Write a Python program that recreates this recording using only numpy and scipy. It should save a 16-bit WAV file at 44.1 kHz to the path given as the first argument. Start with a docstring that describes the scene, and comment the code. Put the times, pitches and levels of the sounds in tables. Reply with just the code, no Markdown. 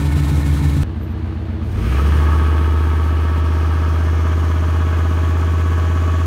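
"""A turbo V8 pickup idles, heard first through the open cab door, then from far down a country road.
Held on the brakes, it is pulled up to about 2000 rpm. Uneven exhaust pulses ring the pipes, and their
throb falls into a deep drone. Burning fuel knocks in the cylinders and rings the engine block in a hard
rattle, while air rushes into the intake and the turbo's hiss climbs."""
import sys
import numpy as np
from scipy import signal
from scipy.fft import rfft, irfft, next_fast_len
from scipy.io import wavfile
from scipy.ndimage import map_coordinates

SR = 44100
rng = np.random.default_rng(int(sys.argv[2]) if len(sys.argv) > 2 else 0)


def to_wav(s):
    """Save 16-bit WAV."""
    ch = np.atleast_2d(s).T  # columns
    pcm = np.round(np.clip(ch, -1, 1) * 32767)  # PCM
    wavfile.write(sys.argv[1], SR, pcm.astype(np.int16))


N = 276066
T = np.arange(N) / SR
ROAD_S, THROTTLE_S = 0.834, 1.6086  # when we move to the road, and when the throttle opens
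LEAP_S = 0.2803  # how quickly the engine speed then leaps

# The notes the engine block and panels ring at. Each row: pitch in Hz, width in Hz, level in dB.
BLOCK_RINGS = [(628, 42.4, -3.5), (810, 45, -4.5), (921.4, 35, -3), (1005, 21, -4), (1124, 28.5, 1.5),
               (1226, 93, -1.5), (1289, 28, -0.5), (1494, 51, -7), (1569, 11, 0), (1663, 32, 0),
               (1798, 29, -3), (2155, 12.7, -6.5), (2315, 31, -11.5), (2520, 22, -9.5), (2937, 54, -12.5),
               (3290, 138, -14.5)]
# Eight even strikes, as of injectors and valves. Each row: delay in gaps between strikes, size in dB.
EVEN_STRIKES = [(0, 0)] * 8


def amp(db):
    """Turn decibels into a gain to multiply by."""
    return 10 ** (np.asarray(db) / 20)


def unit(x):
    """Scale a signal to an average (rms) level of 1."""
    return x / np.sqrt(np.mean(x ** 2) + 1e-20)


def curves(rows):
    """Turn rows that start with a time into one curve for each other column."""
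    times, *columns = np.transpose(rows)
    return [np.interp(T, times, column) for column in columns]


def wobble(rate):
    """A smooth random curve through `rate` new values a second."""
    coarse = T[::16]
    values = rng.standard_normal(int(N * rate / SR) + 4)
    return np.interp(T, coarse, map_coordinates(values, [coarse * rate]))


def colour(points):
    """A filter shape (the gain at each frequency) that joins points given in Hz and dB."""
    points_hz, db = np.transpose(points)
    return lambda hz: amp(np.interp(np.log(hz + 1), np.log(points_hz + 1), db))


def ringing(notes):
    """The filter shape of ringing metal: a steep peak at each of its notes."""
    return lambda hz: np.sqrt(sum(amp(db) ** 2 / (1 + ((hz - pitch) / width) ** 2) ** 2
                                  for pitch, width, db in notes))


def through(x, shape, size=16384):
    """Filter x so that any ringing comes after the strike, never before (minimum phase)."""
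    cepstrum = irfft(np.log(shape(np.fft.rfftfreq(size, 1 / SR)) + 1e-6))
    cepstrum[1:size // 2] *= 2
    cepstrum[size // 2 + 1:] = 0
    response = irfft(np.exp(rfft(cepstrum)))
    return signal.fftconvolve(x, response)[:N]


def below(x, hz, order):
    """Keep what lies below hz, without delay; a higher order cuts more sharply."""
    size = next_fast_len(N + SR // 8, True)
    ratio = np.minimum(np.fft.rfftfreq(size, 1 / SR) / hz, 10)
    return irfft(rfft(x, size) / np.sqrt(1 + ratio ** (2 * order)), size)[:N]


def noise(shape):
    """Steady noise with this filter shape."""
    return unit(through(rng.standard_normal(N), shape))


def bursts(pulses, fade_s):
    """Each pulse sets off a burst of noise that drops 60 dB in fade_s."""
    fade = amp(-60 * T[:SR // 8] / fade_s)
    return signal.fftconvolve(pulses, fade)[:N] * rng.standard_normal(N)


def swell(cycle, depth_db, peak):
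    """A gain that rises and falls once a cycle; peak (0 to 1) says where it is highest."""
    return amp(depth_db * np.cos(2 * np.pi * (cycle - peak)))


def tones(cycle, multiples, waver_db):
    """Pure tones at whole multiples of the engine's cycle rate, each wavering in level."""
    return sum(np.sqrt(2) * amp(db + waver_db * wobble(3.585)) * np.sin(2 * np.pi * round(k) * cycle)
               for k, db in multiples)


def rise(rise_s):
    """An S-shaped step from 0 to 1 once the throttle opens."""
    return 1 - np.exp(-(np.maximum(T - THROTTLE_S, 0) / rise_s) ** 2)


def boost():
    """Turbo pressure, from 0 towards 1, building slowly once the throttle opens."""
    return 1 - np.exp(-np.maximum(T - THROTTLE_S, 0) / 2.916)


def effort(held_db, extra_db, rise_s):
    """Gain under load: it swells, is louder until the turbo catches up, then settles."""
    lagging = 1 - rise(rise_s=0.92)
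    return rise(rise_s) * amp(held_db + extra_db * lagging)


def fuel_bite():
    """A gain that jumps 5 dB as the full fuel charge arrives, just after the throttle opens."""
    return amp(np.interp(T, [1.74, 1.754], [-5, 0]))


def engine_rpm():
    """The idle creeps up on the road, leaps with the throttle, then climbs slowly with boost."""
    cab_rpm, road_rpm, creep_rpm_per_s = 800, 884, 80
    leap_rpm, boost_rpm = 826.4, 283.1
    creep = creep_rpm_per_s * (np.minimum(T, THROTTLE_S) - ROAD_S)
    idling = np.where(T < ROAD_S, cab_rpm, road_rpm + creep)
    return idling + leap_rpm * rise(LEAP_S) + boost_rpm * boost()


def firings(cycle, pattern, scatter_db, jitter_s):
    """One pulse per cylinder in each cycle, each a little different in size and time."""
    count = len(pattern)
    slot = np.arange(int(cycle[-1] * count))
    delay, db = np.array(pattern)[slot % count].T
    chance = rng.standard_normal((len(slot), 2))
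    start_s = np.interp((slot + delay) / count, cycle, T) + jitter_s * chance[:, 0]
    size = amp(db + scatter_db * chance[:, 1])
    position = np.clip(start_s, 0, T[-2]) * SR
    whole, part = position.astype(int), position % 1  # two samples share each pulse
    return (np.bincount(whole, size * (1 - part), N) + np.bincount(whole + 1, size * part, N))[:N]


def exhaust(cycle, pattern, pipe, when, scatter_db, jitter_s):
    """Uneven pulses ring the pipes; the average level is 1 over the stretch `when`."""
    pulses = firings(cycle, pattern, scatter_db, jitter_s)
    sound = below(through(pulses, colour(pipe)), 730, order=8)
    return sound / np.sqrt(np.mean(sound[when] ** 2))


def chug(x, cycle, bands):
    """Some cylinders ring a pipe note more than others, so each band swells once a cycle."""
    size = next_fast_len(N + SR // 8, True)
    hz = np.fft.rfftfreq(size, 1 / SR)[:size // 32]
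    spectrum = rfft(x, size)[:len(hz)]
    under = lambda edge_hz: 1 / np.sqrt(1 + (hz / edge_hz) ** 20)
    for low_hz, high_hz, depth_db, peak in bands:
        band = irfft(spectrum * (under(high_hz) - under(low_hz)), size)[:N]
        x = x + band * (unit(swell(cycle, depth_db, peak)) - 1)
    return x


def cab_idle(cycle):
    """The exhaust throbs in the cab, under ticking injectors and valves and a fluttering hiss."""
    # The eight exhaust pulses. Each row: delay in gaps between firings, size in dB.
    pulses = [(-0.089, 3.5), (-0.067, 6), (.05, -5), (-0.15, 2), (.23, 3), (0.13, 3), (-0.063, 2),
              (0.0032, 0.5)]
    # The exhaust's tone. Each row: frequency in Hz, level in dB.
    pipe = [(15, -72), (35, -29), (55, -30.5), (75, 0), (110, -26), (148, -8), (180, -35.5), (215, -22),
            (245, -36.5), (285, -18), (370, -41.5), (520, -44), (800, -67)]
    # Pipe bands that swell. 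Each row: low and high edge in Hz, depth in dB, loudest point of the cycle.
    chug_bands = [(45, 115, 2.1, .28), (120, 175, 1.5, .33), (250, 335, 2, .45)]
    # The notes of small engine parts. Each row: pitch in Hz, width in Hz, level in dB.
    small_parts = [(894, 20, 1), (1080, 51, -5), (1295, 25, -1), (1470, 24, -2), (1783, 64, -3.5),
                   (2184, 50, -3.5), (2400, 110, -12), (3860, 310, -19.5)]
    # The hiss under the bonnet. Each row: frequency in Hz, level in dB.
    air_colour = [(240, -33), (400, 2.5), (470, -6), (900, -5), (1380, -10.5), (2300, -13.5), (4030, -15.5),
                  (4920, -20.5), (8530, -21), (15500, -29)]
    # How the loudness moves. Each row: time in seconds, relative boom and treble levels in dB.
    levels = [(0.03, -18, -38.5), (0.11, -18.5, -40.5), (0.16, -15, -39.5), (0.266, -18.5, -40.5),
              (0.378, -14.5, -38), (0.405, -19, -40.5), (0.57, -17, -40), (0.82, -16.5, -40.5)]
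    flutter_hz = 17
    boom_db, treble_db = curves(levels)
    unsteady = cycle + .002 * wobble(16)
    boom = exhaust(unsteady, pulses, pipe, T < ROAD_S, scatter_db=1, jitter_s=0.00025)
    boom = chug(boom, cycle, chug_bands)
    strikes = firings(2 * cycle, EVEN_STRIKES, scatter_db=1, jitter_s=0.00052)
    ticks = unit(through(bursts(strikes, fade_s=0.02), ringing(small_parts)))
    flutter = swell(flutter_hz * T, depth_db=1.6, peak=0.057)
    air = noise(colour(air_colour)) * flutter * amp(1.3 * wobble(70))
    return amp(boom_db + 3) * boom + amp(treble_db + 5) * air + amp(treble_db + 6) * ticks


def dull_tick():
    """One dull tick as the scene changes from the cab to the road."""
    dull = noise(colour([(100, -10), (500, 0), (2000, -11), (15000, -37)]))
    return amp(-18) * dull * np.exp(-((T - ROAD_S + .001) / .001) ** 2)


def idle_exhaust(cycle):
    """Uneven pulses lope in the pipes, flare as the throttle opens, then fade."""
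    # The eight exhaust pulses. Each row: delay in gaps between firings, size in dB.
    pulses = [(-0.369, -4.5), (-0.583, -5.5), (-0.416, -9), (-0.677, -7), (-.12, -4.5), (-0.266, -5.5),
              (0, -11.5), (-.3, -3.5)]
    # The exhaust's tone. Each row: frequency in Hz, level in dB.
    pipe = [(15, -85), (35, -23), (55, -14.5), (78, -4), (110, -7), (150, -16), (180, -26.5), (220, -10),
            (265, -30), (320, -15), (380, -32), (435, -26), (495, -39.5), (800, -48.5)]
    # Pipe bands that swell. Each row: low and high edge in Hz, depth in dB, loudest point of the cycle.
    chug_bands = [(45, 115, 1.4, .64), (115, 170, 12, .25), (170, 265, 4.8, .74), (280, 370, 9, .29),
                  (380, 520, 6.8, .03)]
    idling = (T > ROAD_S) & (T < THROTTLE_S)
    lope = exhaust(cycle, pulses, pipe, idling, scatter_db=0.5, jitter_s=0.00035)
    flare_db = 1.5 * rise(0.041)
    fade = 1 - rise(0.42)
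    return amp(-21.5 + flare_db) * fade * chug(lope, cycle, chug_bands)


def idle_clatter(cycle):
    """Injectors and valves tap softly and ring the block, over a steady wash of noise."""
    # The clatter's tone. Each row: frequency in Hz, level in dB.
    clatter_colour = [(240, -35.5), (420, -2), (700, -1.5), (1200, -6.5), (1750, -8.5), (4300, -19),
                      (5200, -29), (9000, -41), (15500, -66)]
    taps = bursts(firings(cycle, EVEN_STRIKES, scatter_db=2.5, jitter_s=0.000273), fade_s=0.062)
    clatter = unit(through(taps, colour(clatter_colour))) + noise(colour(clatter_colour))
    ring = unit(through(taps, ringing(BLOCK_RINGS)))
    return (amp(-43) * clatter + amp(-44.5) * ring) * amp(np.interp(T, [.95, 1.2], [-1.5, 0]))


def turbo():
    """A faint idle hiss grows as air rushes into the intake; one band climbs as the turbo spins up."""
    # The tones of the intake rush and of the hiss. 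Each row: frequency in Hz, level in dB.
    rush_colour = [(240, -31), (400, -28), (446, 3), (502, -29), (702, -13), (1260, 2), (1410, -4),
                   (2300, -6.5), (3000, -7), (3620, -15), (7000, -30), (9100, -70)]
    hiss_colour = [(3000, -9.5), (4000, 3.5), (6500, 3), (7700, -4), (8900, 3.5), (10400, -6.5),
                   (11500, -2), (15500, -4.5)]
    # The band that follows the turbo's speed. Each row: time in seconds, centre in Hz, level in dB.
    spin_up = [(2.0, 2280, -59), (2.5, 3550, -70), (3.0, 4460, -66), (3.5, 5350, -56.5), (4.2, 5960, -52),
               (5.0, 6310, -55), (6.2, 6470, -51.5)]
    centre_hz, band_db = curves(spin_up)
    low_noise = below(rng.standard_normal(N), 740, order=2)
    band = unit(low_noise * np.cos(2 * np.pi * np.cumsum(centre_hz) / SR))
    flow = amp(4.5 * boost()) * fuel_bite()
    rush = flow * effort(held_db=-44.5, extra_db=9.5, rise_s=0.21) * noise(colour(rush_colour))
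    idle_gain = amp(-64.5 + 8.5 * rise(0.025))  # steps up as soon as the throttle opens
    load_gain = flow * effort(held_db=-55, extra_db=11.5, rise_s=0.23)
    hiss = np.hypot(idle_gain, load_gain) * amp(wobble(40)) * noise(colour(hiss_colour))
    return rush + hiss + amp(band_db) * rise(LEAP_S) * band


def thin_whistle():
    """A thin, very high whistle sounds twice."""
    pitch_hz = 14100 + 35 * wobble(90)
    level_db = np.interp(T, [.97, 1.035, 1.07, 1.125, 1.16], [-79, -51, -67, -57, -100], left=-120)
    return amp(level_db) * np.sin(2 * np.pi * np.cumsum(pitch_hz) / SR)


def loaded_exhaust(cycle):
    """Five times the cycle rate meets the pipe's own note and drones; pulses throb in rushing gas."""
    # Tones around the drone. Each row: multiple of the cycle rate, level in dB against the drone.
    side_tones = [(3, -28), (7, -20), (8, -25.5), (10, -29), (20, -29), (23, -26.5), (28, -36.5)]
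    # The eight exhaust pulses. Each row: delay in gaps between firings, size in dB.
    pulses = [(-0.4274, 5), (-0.033, -6.5), (0.11, -8), (0.31, -8), (-0.452, -5.5), (0.197, -3),
              (0.48, -10.5), (0.388, 4)]
    # The tones of the pipe and of the gas leaving it. Each row: frequency in Hz, level in dB.
    pipe = [(15, -39.5), (35, -14.5), (50, -11), (115, -11), (165, -10), (195, -12), (260, -5.5), (330, -2),
            (380, -10), (465, -11), (520, -35), (800, -40)]
    gas_colour = [(20, -46), (45, -21), (75, -11), (125, 5.5), (175, 5.5), (250, -7.5), (420, -4.5),
                  (600, -16.5), (2000, -78)]
    # Pipe bands that swell. Each row: low and high edge in Hz, depth in dB, loudest point of the cycle.
    chug_bands = [(115, 175, 4.5, .72), (175, 255, 3, 0), (255, 315, 4, .85), (315, 390, 2, .62)]
    drone = np.sqrt(2) * np.sin(2 * np.pi * 5 * cycle)
    boom = amp(0.2 * wobble(10)) * (drone + tones(cycle, side_tones, waver_db=1))
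    throb = exhaust(cycle, pulses, pipe, T > THROTTLE_S + LEAP_S, scatter_db=0.6, jitter_s=.00004)
    return (effort(held_db=-15, extra_db=4.5, rise_s=0.33) * boom
            + effort(held_db=-30.5, extra_db=7, rise_s=0.46) * chug(throb, cycle, chug_bands)
            + effort(held_db=-38.5, extra_db=20.5, rise_s=0.44) * noise(colour(gas_colour)))


def knocking(cycle, pattern, multiples, sing_db):
    """Blows with rough tails ring the block, and tones sing in it once the speed steadies."""
    block = ringing(BLOCK_RINGS)
    blows = firings(cycle, pattern, scatter_db=1, jitter_s=.00002)
    tails = amp(-1.5) * unit(bursts(blows, fade_s=0.025))
    knocks = unit(through(unit(blows) + tails, block))
    steady = np.interp(T, [2.05, 2.25], [0, 1])
    singing = unit(through(steady * tones(cycle, multiples, waver_db=2), block))
    return unit(knocks + amp(sing_db) * singing)


def rattle(cycle):
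    """Burning fuel knocks the block: two bursts a cycle as boost builds, then one longer burst."""
    # Each cylinder's knock, early and late. Each row: delay in gaps between firings, size in dB.
    early_knocks = [(-0.396, 3), (-.45, 2), (-.1, -1), (-.4, -7.5), (-0.37, 7), (0.0995, 4), (-0.395, -6),
                    (-0.379, -10)]
    late_knocks = [(-.6, 0.5), (-.55, -3), (-.4, 1), (-.62, -2.5), (-0.36, -0.5), (-.4, 0), (-.5, 2),
                   (-0.49, -2)]
    # Tones that sing in the block. Each row: multiple of the cycle rate, relative level in dB.
    early_tones = [(41, 4), (58, 9), (59, 7), (71, 2), (72, 7), (74, 4), (81, 3.5), (82, 7.5), (100, 5.5),
                   (102, -8)]
    late_tones = [(38, 7), (39, 1), (61, 6), (67, 4.5), (68, 9.1), (76, 1.65), (91, 3.8)]
    # Single harder knocks. Each row: start in seconds, peak in dB above the rattle.
    hard_knocks = [(4.928, 13), (5.412, 13)]
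    early = knocking(cycle, early_knocks, early_tones, sing_db=-3.5)
    early *= unit(swell(2 * cycle, depth_db=2.2, peak=0.59))
    late = knocking(cycle, late_knocks, late_tones, sing_db=-5)
    late *= unit(swell(cycle, depth_db=3, peak=.16))
    start_s, peak_db = np.transpose(hard_knocks)
    blows = np.bincount((start_s * SR).astype(int), amp(peak_db), N)
    hard = through(bursts(blows, fade_s=0.025), ringing(BLOCK_RINGS))
    hard *= amp(peak_db.max()) / np.abs(hard).max()
    settled = np.interp(T, [3.32, 4.32], [0, 1])
    metal = np.sqrt(1 - settled) * early + np.sqrt(settled) * late + hard
    return effort(held_db=-34, extra_db=8.5, rise_s=0.39) * fuel_bite() * metal


def rasps():
    """Single ringing notes flare briefly while the engine speed climbs."""
    # The flares. Each row: middle and half length in seconds, pitch and width in Hz, level in dB.
    flares = [(1.918, .12, 2335, 299.7, -41), (1.999, 0.016, 1275, 35, -27),
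              (2.338, 0.014, 1247, 35.4, -30)]
    total = 0
    for middle_s, half_s, hz, width_hz, db in flares:
        ring = np.sqrt(2) * np.sin(2 * np.pi * hz * T + 2 * wobble(2 * width_hz))
        total = total + amp(db) * np.exp(-((T - middle_s) / half_s) ** 2) * ring
    return fuel_bite() * total


def scene():
    """First the cab, then the truck from down the road."""
    cycle = np.cumsum(engine_rpm()) / SR / 120  # engine cycles so far; each takes two turns
    inside = np.interp(T, [ROAD_S - .002, ROAD_S + .002], [1, 0])
    road = idle_exhaust(cycle) + idle_clatter(cycle)
    road += loaded_exhaust(cycle) + rattle(cycle) + rasps() + turbo()
    return (inside * cab_idle(cycle) + (1 - inside) * road + dull_tick() + thin_whistle())[None]


def record(dry):
    """Cut away the very highest treble."""
    return below(dry[0], hz=15750, order=120)[None]


dry = scene()
out = record(dry)
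to_wav(out)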